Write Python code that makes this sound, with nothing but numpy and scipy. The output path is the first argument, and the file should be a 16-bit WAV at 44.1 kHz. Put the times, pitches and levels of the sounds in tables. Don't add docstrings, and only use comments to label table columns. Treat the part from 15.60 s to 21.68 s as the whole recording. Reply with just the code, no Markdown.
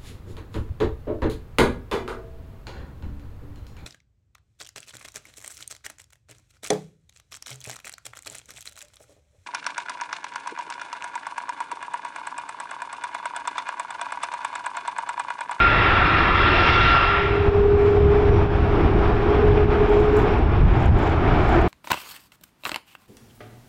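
import sys
import numpy as np
from scipy import signal
from scipy.fft import rfft, irfft
from scipy.io import wavfile
from scipy.ndimage import uniform_filter1d, minimum_filter1d

SR = 44100
rng = np.random.default_rng(int(sys.argv[2]) if len(sys.argv) > 2 else 0)


def to_wav(s):
    ch = np.atleast_2d(s).T
    pcm = np.round(np.clip(ch, -1, 1) * 32767)
    wavfile.write(sys.argv[1], SR, pcm.astype(np.int16))


N = 268128
TIME = np.arange(N) / SR
BINS = np.fft.rfftfreq(N, 1 / SR)
CROSSFADE_START_S, CROSSFADE_LENGTH_S = 1.38, 0.72
FLARE_S, FLARE_WIDTH_S = 1.166, 0.26
DRONE_DIP_SHARE = 0.45


def amp(db):
    return 10 ** (np.asarray(db) / 20)


def evened(x):
    return x / np.sqrt(np.mean(x ** 2) + 1e-20)


def follow(rows):
    s, *columns = np.transpose(rows)
    return [np.interp(TIME, s, column) for column in columns]


def swell(s, width_s):
    return np.exp(-((TIME - s) / width_s) ** 2)


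def swells(rows):
    return sum(rise_db * swell(s, width_s) for s, width_s, rise_db, *_ in rows)


def wander(rate_hz):
    spectrum = rfft(rng.standard_normal(N))
    return evened(irfft(spectrum / (1 + (BINS / rate_hz) ** 4), N))


def waver(depth_db, rate_hz):
    return amp(depth_db * wander(rate_hz))


def colour(points, hz):
    f, db = np.transpose(points)
    return amp(np.interp(np.log(hz + 1), np.log(f + 1), db))


def noise(points):
    spectrum = rfft(rng.standard_normal(N))
    return evened(irfft(spectrum * colour(points, BINS), N))


def turbulence(points, patchy_db):
    hz = np.fft.rfftfreq(2048, 1 / SR)
    a, b, patches = rng.standard_normal((3, N // 512 + 5, len(hz)))
    patches = uniform_filter1d(patches, size=9, axis=0)
    patches = evened(uniform_filter1d(patches, size=16, axis=1))
    frames = (a + 1j * b) * colour(points, hz) * amp(patchy_db * patches)
    return evened(signal.istft(frames.T, nperseg=2048, noverlap=1536)[1][:N])


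def treble_of(x, edge_hz):
    return irfft(rfft(x) * BINS ** 4 / (BINS ** 4 + edge_hz ** 4), N)


def tone(hz, drift_hz, flutter):
    cycles = np.cumsum(hz + drift_hz * wander(rate_hz=7.36)) / SR
    paths = 1 + flutter * (wander(rate_hz=22) + 1j * wander(rate_hz=18))
    return evened((paths * np.exp(2j * np.pi * cycles)).real)


def crossfaded():
    return np.clip((TIME - CROSSFADE_START_S) / CROSSFADE_LENGTH_S, 0, 1)


def since_crossfade():
    return TIME - CROSSFADE_START_S - CROSSFADE_LENGTH_S


def nose_on(fade_power=1.62):
    return (1 - crossfaded()) ** fade_power


def lull(s=1.52, width_s=0.14, level_db=-4):
    return amp(level_db * swell(s, width_s))


def air(level_db=-69.5, fall_db_per_s=2.5):
    level = amp(level_db - fall_db_per_s * TIME)
    return level * waver(depth_db=0.7, rate_hz=8) * rng.standard_normal(N)


# pitch_hz [Hz], relative_level_db [dB per Hz]
WIND_COLOUR = [(5, -17), (18, -3), (34, -0.5), (55, -0.5), (90, -0.4), (130, -7), (190, -13.5),
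               (300, -27.5), (700, -53.5), (4000, -120)]
# peak_s [s], width_s [s], rumble_rise_db [dB], dip_of_other_sounds_db [dB]; a minus sign reverses either
GUSTS = [(.7, 0.073, 1.5, 1), (1.21, 0.07, 3.5, 0.5), (1.879, 0.024, 8, -1), (2.11, 0.081, 2, 3.5),
         (2.45, 0.063, 8.5, 2), (2.75, 0.12, 7, 1), (2.885, 0.027, -4, 5.5), (3.0, 0.079, 3, 1),
         (3.33, 0.25, 3.5, 1.5), (3.91, 0.054, 9, -2), (4.06, 0.046, 3.5, 4), (4.87, .065, 3, 5.5),
         (5.052, 0.097, 9.5, 3.5), (5.315, 0.054, 11.5, 5.5), (5.71, 0.078, 4, -2.5),
         (5.95, 0.059, 4.5, -2.5)]


def wind(start_db=-23, growth_db_per_s=0.5):
    eddies = noise(WIND_COLOUR)
    eddies /= np.sqrt(uniform_filter1d(eddies ** 2, size=6000))
    level = amp(start_db + growth_db_per_s * TIME + swells(GUSTS))
    return level * waver(depth_db=1.1, rate_hz=14) * eddies


def dips():
    return amp(-sum(dip_db * swell(s, width_s) for s, width_s, _, dip_db in GUSTS))


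# pitch_hz [Hz], relative_level_db [dB per Hz]
RUSTLE_COLOUR = [(800, -30.5), (4000, 0.5), (7500, 7.5), (8600, -17.5), (12000, -17.5), (15500, -23)]
# pitch_hz [Hz], relative_level_db [dB per Hz]
SNAP_COLOUR = [(1500, -25), (4500, 3.5), (7500, 9.5), (9000, -0.5), (13000, 1), (15500, -5.5)]
# peak_s [s], width_s [s], rise_db [dB]
FLURRIES = [(2.26, .12, 9), (4.38, .13, 13), (4.6, .07, 14), (5.21, 0.097, 14), (5.46, 0.097, 16),
            (5.91, 0.14, 16)]


def stalks(early_db=-65.5, late_db=-74.5, grain_db=2.5, ticks_per_s=35, tick_db=7, tick_s=0.001):
    level_db = early_db + (late_db - early_db) * crossfaded() + swells(FLURRIES)
    grain = evened(waver(grain_db, rate_hz=90))
    rustle = grain * noise(RUSTLE_COLOUR)
    knocks = (rng.random(N) < ticks_per_s / SR) * np.minimum(rng.exponential(1, N), 2)
    envelope = signal.lfilter([1], [1, -np.exp(-1 / (tick_s * SR))], knocks + 1e-12)
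    ticks = amp(tick_db) * crossfaded() * envelope * noise(SNAP_COLOUR)
    return amp(level_db) * (rustle + ticks)


# peak_s [s], relative_level_db [dB]
SNAPS = [(3.7025, -49), (4.2936, -46), (4.399, -44), (4.5685, -35), (4.5899, -40), (4.603, -45),
         (4.618, -44), (4.7875, -49), (5.258, -39.5), (5.3886, -42), (5.892, -39), (5.9528, -45),
         (6.0152, -40)]


def snaps(snap_s=0.0026, trim_db=-2):
    envelope = np.zeros(N)
    for s, db in SNAPS:
        age = np.clip((TIME - s) / snap_s + 1, 0, 25)
        envelope += amp(db + trim_db) * age * np.exp(-age)
    return envelope * noise(SNAP_COLOUR)


def whistle(s=2.75, width_s=0.1, hz=5735, level_db=-63):
    return amp(level_db) * swell(s, width_s) * tone(hz, drift_hz=6, flutter=0.2)


# pitch_hz [Hz], relative_level_db [dB per Hz]
DRONE_COLOUR = [(30, -39.5), (110, -15.5), (195, -3), (275, -1.5), (345, 4.3), (400, 1), (460, -4.5),
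                (540, -10.5), (750, -16.5), (1200, -37), (5000, -100)]
# time_s [s], level_db [dB]
DRONE_LEVEL = [(0, -28.5), (1.15, -26), (1.55, -33.5), (2.2, -28), (3.15, -24.5), (6.08, -23.5)]
# pitch_hz [Hz], relative_level_db [dB per Hz]
EXHAUST_COLOUR = [(280, -36.5), (530, -14.5), (680, -4), (770, -3), (950, -7.5), (1400, -10.5), (2020, -19),
                  (2330, -17.5), (2900, -24.5), (3500, -28), (4250, -38), (5400, -40.5), (6400, -53),
                  (9500, -64)]
# peak_s [s], width_s [s], rise_db [dB]
SURGES = [(2.31, 0.062, -0.5), (2.53, .04, 0), (2.76, 0.15, 1), (3.22, 0.097, 3.5), (3.45, 0.075, 2.5),
          (3.73, .055, 2.5), (4.7, 0.11, 1.2), (5.93, 0.07, 1.5)]


def exhausts(nose_db=-44, tail_db=-28.5, growth_db_per_s=0.79, fade_power=0.6,
             deepen_s=5.83, deepen_width_s=0.22, deepen_db=4.5, deep_hz=660, deep_width_hz=120,
             treble_hz=3200, treble_db=1.65, treble_fall_db_per_s=0.38):
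    roar = turbulence(EXHAUST_COLOUR, patchy_db=0.68)
    low_mid = irfft(rfft(roar) * np.exp(-((BINS - deep_hz) / deep_width_hz) ** 2), N)
    deep_db = deepen_db * swell(deepen_s, deepen_width_s)
    bright_db = treble_db - treble_fall_db_per_s * since_crossfade()
    treble = treble_of(roar, treble_hz)
    roar = roar + (amp(deep_db) - 1) * low_mid + (amp(bright_db) - 1) * treble

    tail_on = amp(tail_db + growth_db_per_s * since_crossfade()) * crossfaded() ** fade_power
    gain = amp(nose_db) * nose_on() + tail_on
    drone_db, = follow(DRONE_LEVEL)
    drone = amp(drone_db) * turbulence(DRONE_COLOUR, patchy_db=1.0)
    carried = amp(swells(SURGES)) * dips()
    unsteady_roar = gain * waver(depth_db=0.86, rate_hz=16) * roar
    return unsteady_roar * carried + drone * carried ** DRONE_DIP_SHARE


# peak_s [s], width_s [s], level_db [dB]
HOWLS = [(1.7, .24, -25.5), (2.08, 0.25, -16.5), (2.5, 0.33, -18), (3.35, 0.44, -26), (3.85, 0.15, -21),
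         (4.33, 0.4, -18.5), (5.8, 0.67, -37)]
# time_s [s], pitch_hz [Hz]
HOWL_PITCH = [(1.4, 402), (2.1, 408), (3.62, 411), (3.83, 417), (4.25, 413), (4.42, 417.5), (6.08, 425)]


def howls(neighbour_ratio=1.085, neighbour_db=-12.5):
    gain = sum(amp(level_db) * swell(s, width_s) for s, width_s, level_db in HOWLS)
    hz, = follow(HOWL_PITCH)
    flutter = np.interp(TIME, [2.2, 4.0], [0.15, 0.33])
    strong = tone(hz, drift_hz=1.08, flutter=flutter)
    weak = amp(neighbour_db) * tone(neighbour_ratio * hz, drift_hz=3.5, flutter=0.45)
    return gain * (strong + weak) * dips() ** DRONE_DIP_SHARE


# pitch_hz [Hz], relative_level_db [dB per Hz]
INTAKE_COLOUR = [(200, -39), (480, -17), (730, -12), (1050, -11), (1300, -6), (1500, -10.5), (1820, -10),
                 (2650, -14.5), (2970, -21), (3500, -21), (4400, -34.5), (5350, -39), (6400, -58),
                 (9000, -80), (13000, -96.5)]
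# [dB, before the flare]
WHINES = [(942, -20), (1262, -21), (1750, -24.5), (1884, -24), (2368, -25.5), (3320, -30.5), (3806, -31),
          (4098, -38), (5173, -37.5)]


def intakes(level_db=-19, treble_flare_db=9, whine_flare_db=4):
    flare = swell(FLARE_S, FLARE_WIDTH_S)
    hiss = turbulence(INTAKE_COLOUR, patchy_db=1.5)
    extra_treble = (amp(treble_flare_db * flare) - 1) * treble_of(hiss, 3600)
    whines = sum(amp(db) * tone(hz, drift_hz=3.4, flutter=0.88) for hz, db in WHINES)
    whines = whines * amp(whine_flare_db * flare)
    return amp(level_db) * nose_on() * (hiss + extra_treble + whines)


FAN_HZ = (1346, 1366.7, 1385)
# level_db [dB], octave_level_db [dB], swell_peak_s [s], swell_width_s [s], swell_db [dB]
FANS = [(-33, -40.5, .3, .4, 5), (-30, -37, 1.38, .3, 10), (-28, -38.5, 0.044, 0.055, 11.5)]


def fans(octave_flare_db=6, octave_swell_share=0.21):
    out = np.zeros(N)
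    flare_db = octave_flare_db * swell(FLARE_S, FLARE_WIDTH_S)
    for hz, (level_db, octave_db, s, width_s, swell_db) in zip(FAN_HZ, FANS):
        rise_db = swell_db * swell(s, width_s)
        octave_rise_db = flare_db + octave_swell_share * rise_db
        out += amp(level_db + rise_db) * tone(hz, drift_hz=1.2, flutter=0.19)
        out += amp(octave_db + octave_rise_db) * tone(2 * hz, drift_hz=2.2, flutter=0.2)
    return nose_on() * out


def scene():
    breeze = (wind() + (stalks() + air()) * dips()) * lull()
    aircraft = exhausts() + howls() + (intakes() + fans()) * dips()
    return (breeze + snaps() + whistle() + aircraft)[None]


def record(dry, ceiling_db=-6.5, recover_db_per_s=70, edge_hz=15760):
    over_db = np.maximum(20 * np.log10(abs(dry[0]) + 1e-9) - ceiling_db, 0)
    fall = TIME * recover_db_per_s
    duck_db = np.maximum.accumulate(over_db + fall) - fall
    gain_db = uniform_filter1d(minimum_filter1d(-duck_db, size=90), size=45)
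    limited = dry * amp(uniform_filter1d(gain_db, size=45))
    limited = limited * signal.windows.tukey(N, 0.0008)
    low_pass = signal.firwin(511, edge_hz, window=("kaiser", 9), fs=SR)
    return signal.oaconvolve(limited, low_pass[None], "same")


dry = scene()
out = record(dry)
to_wav(out)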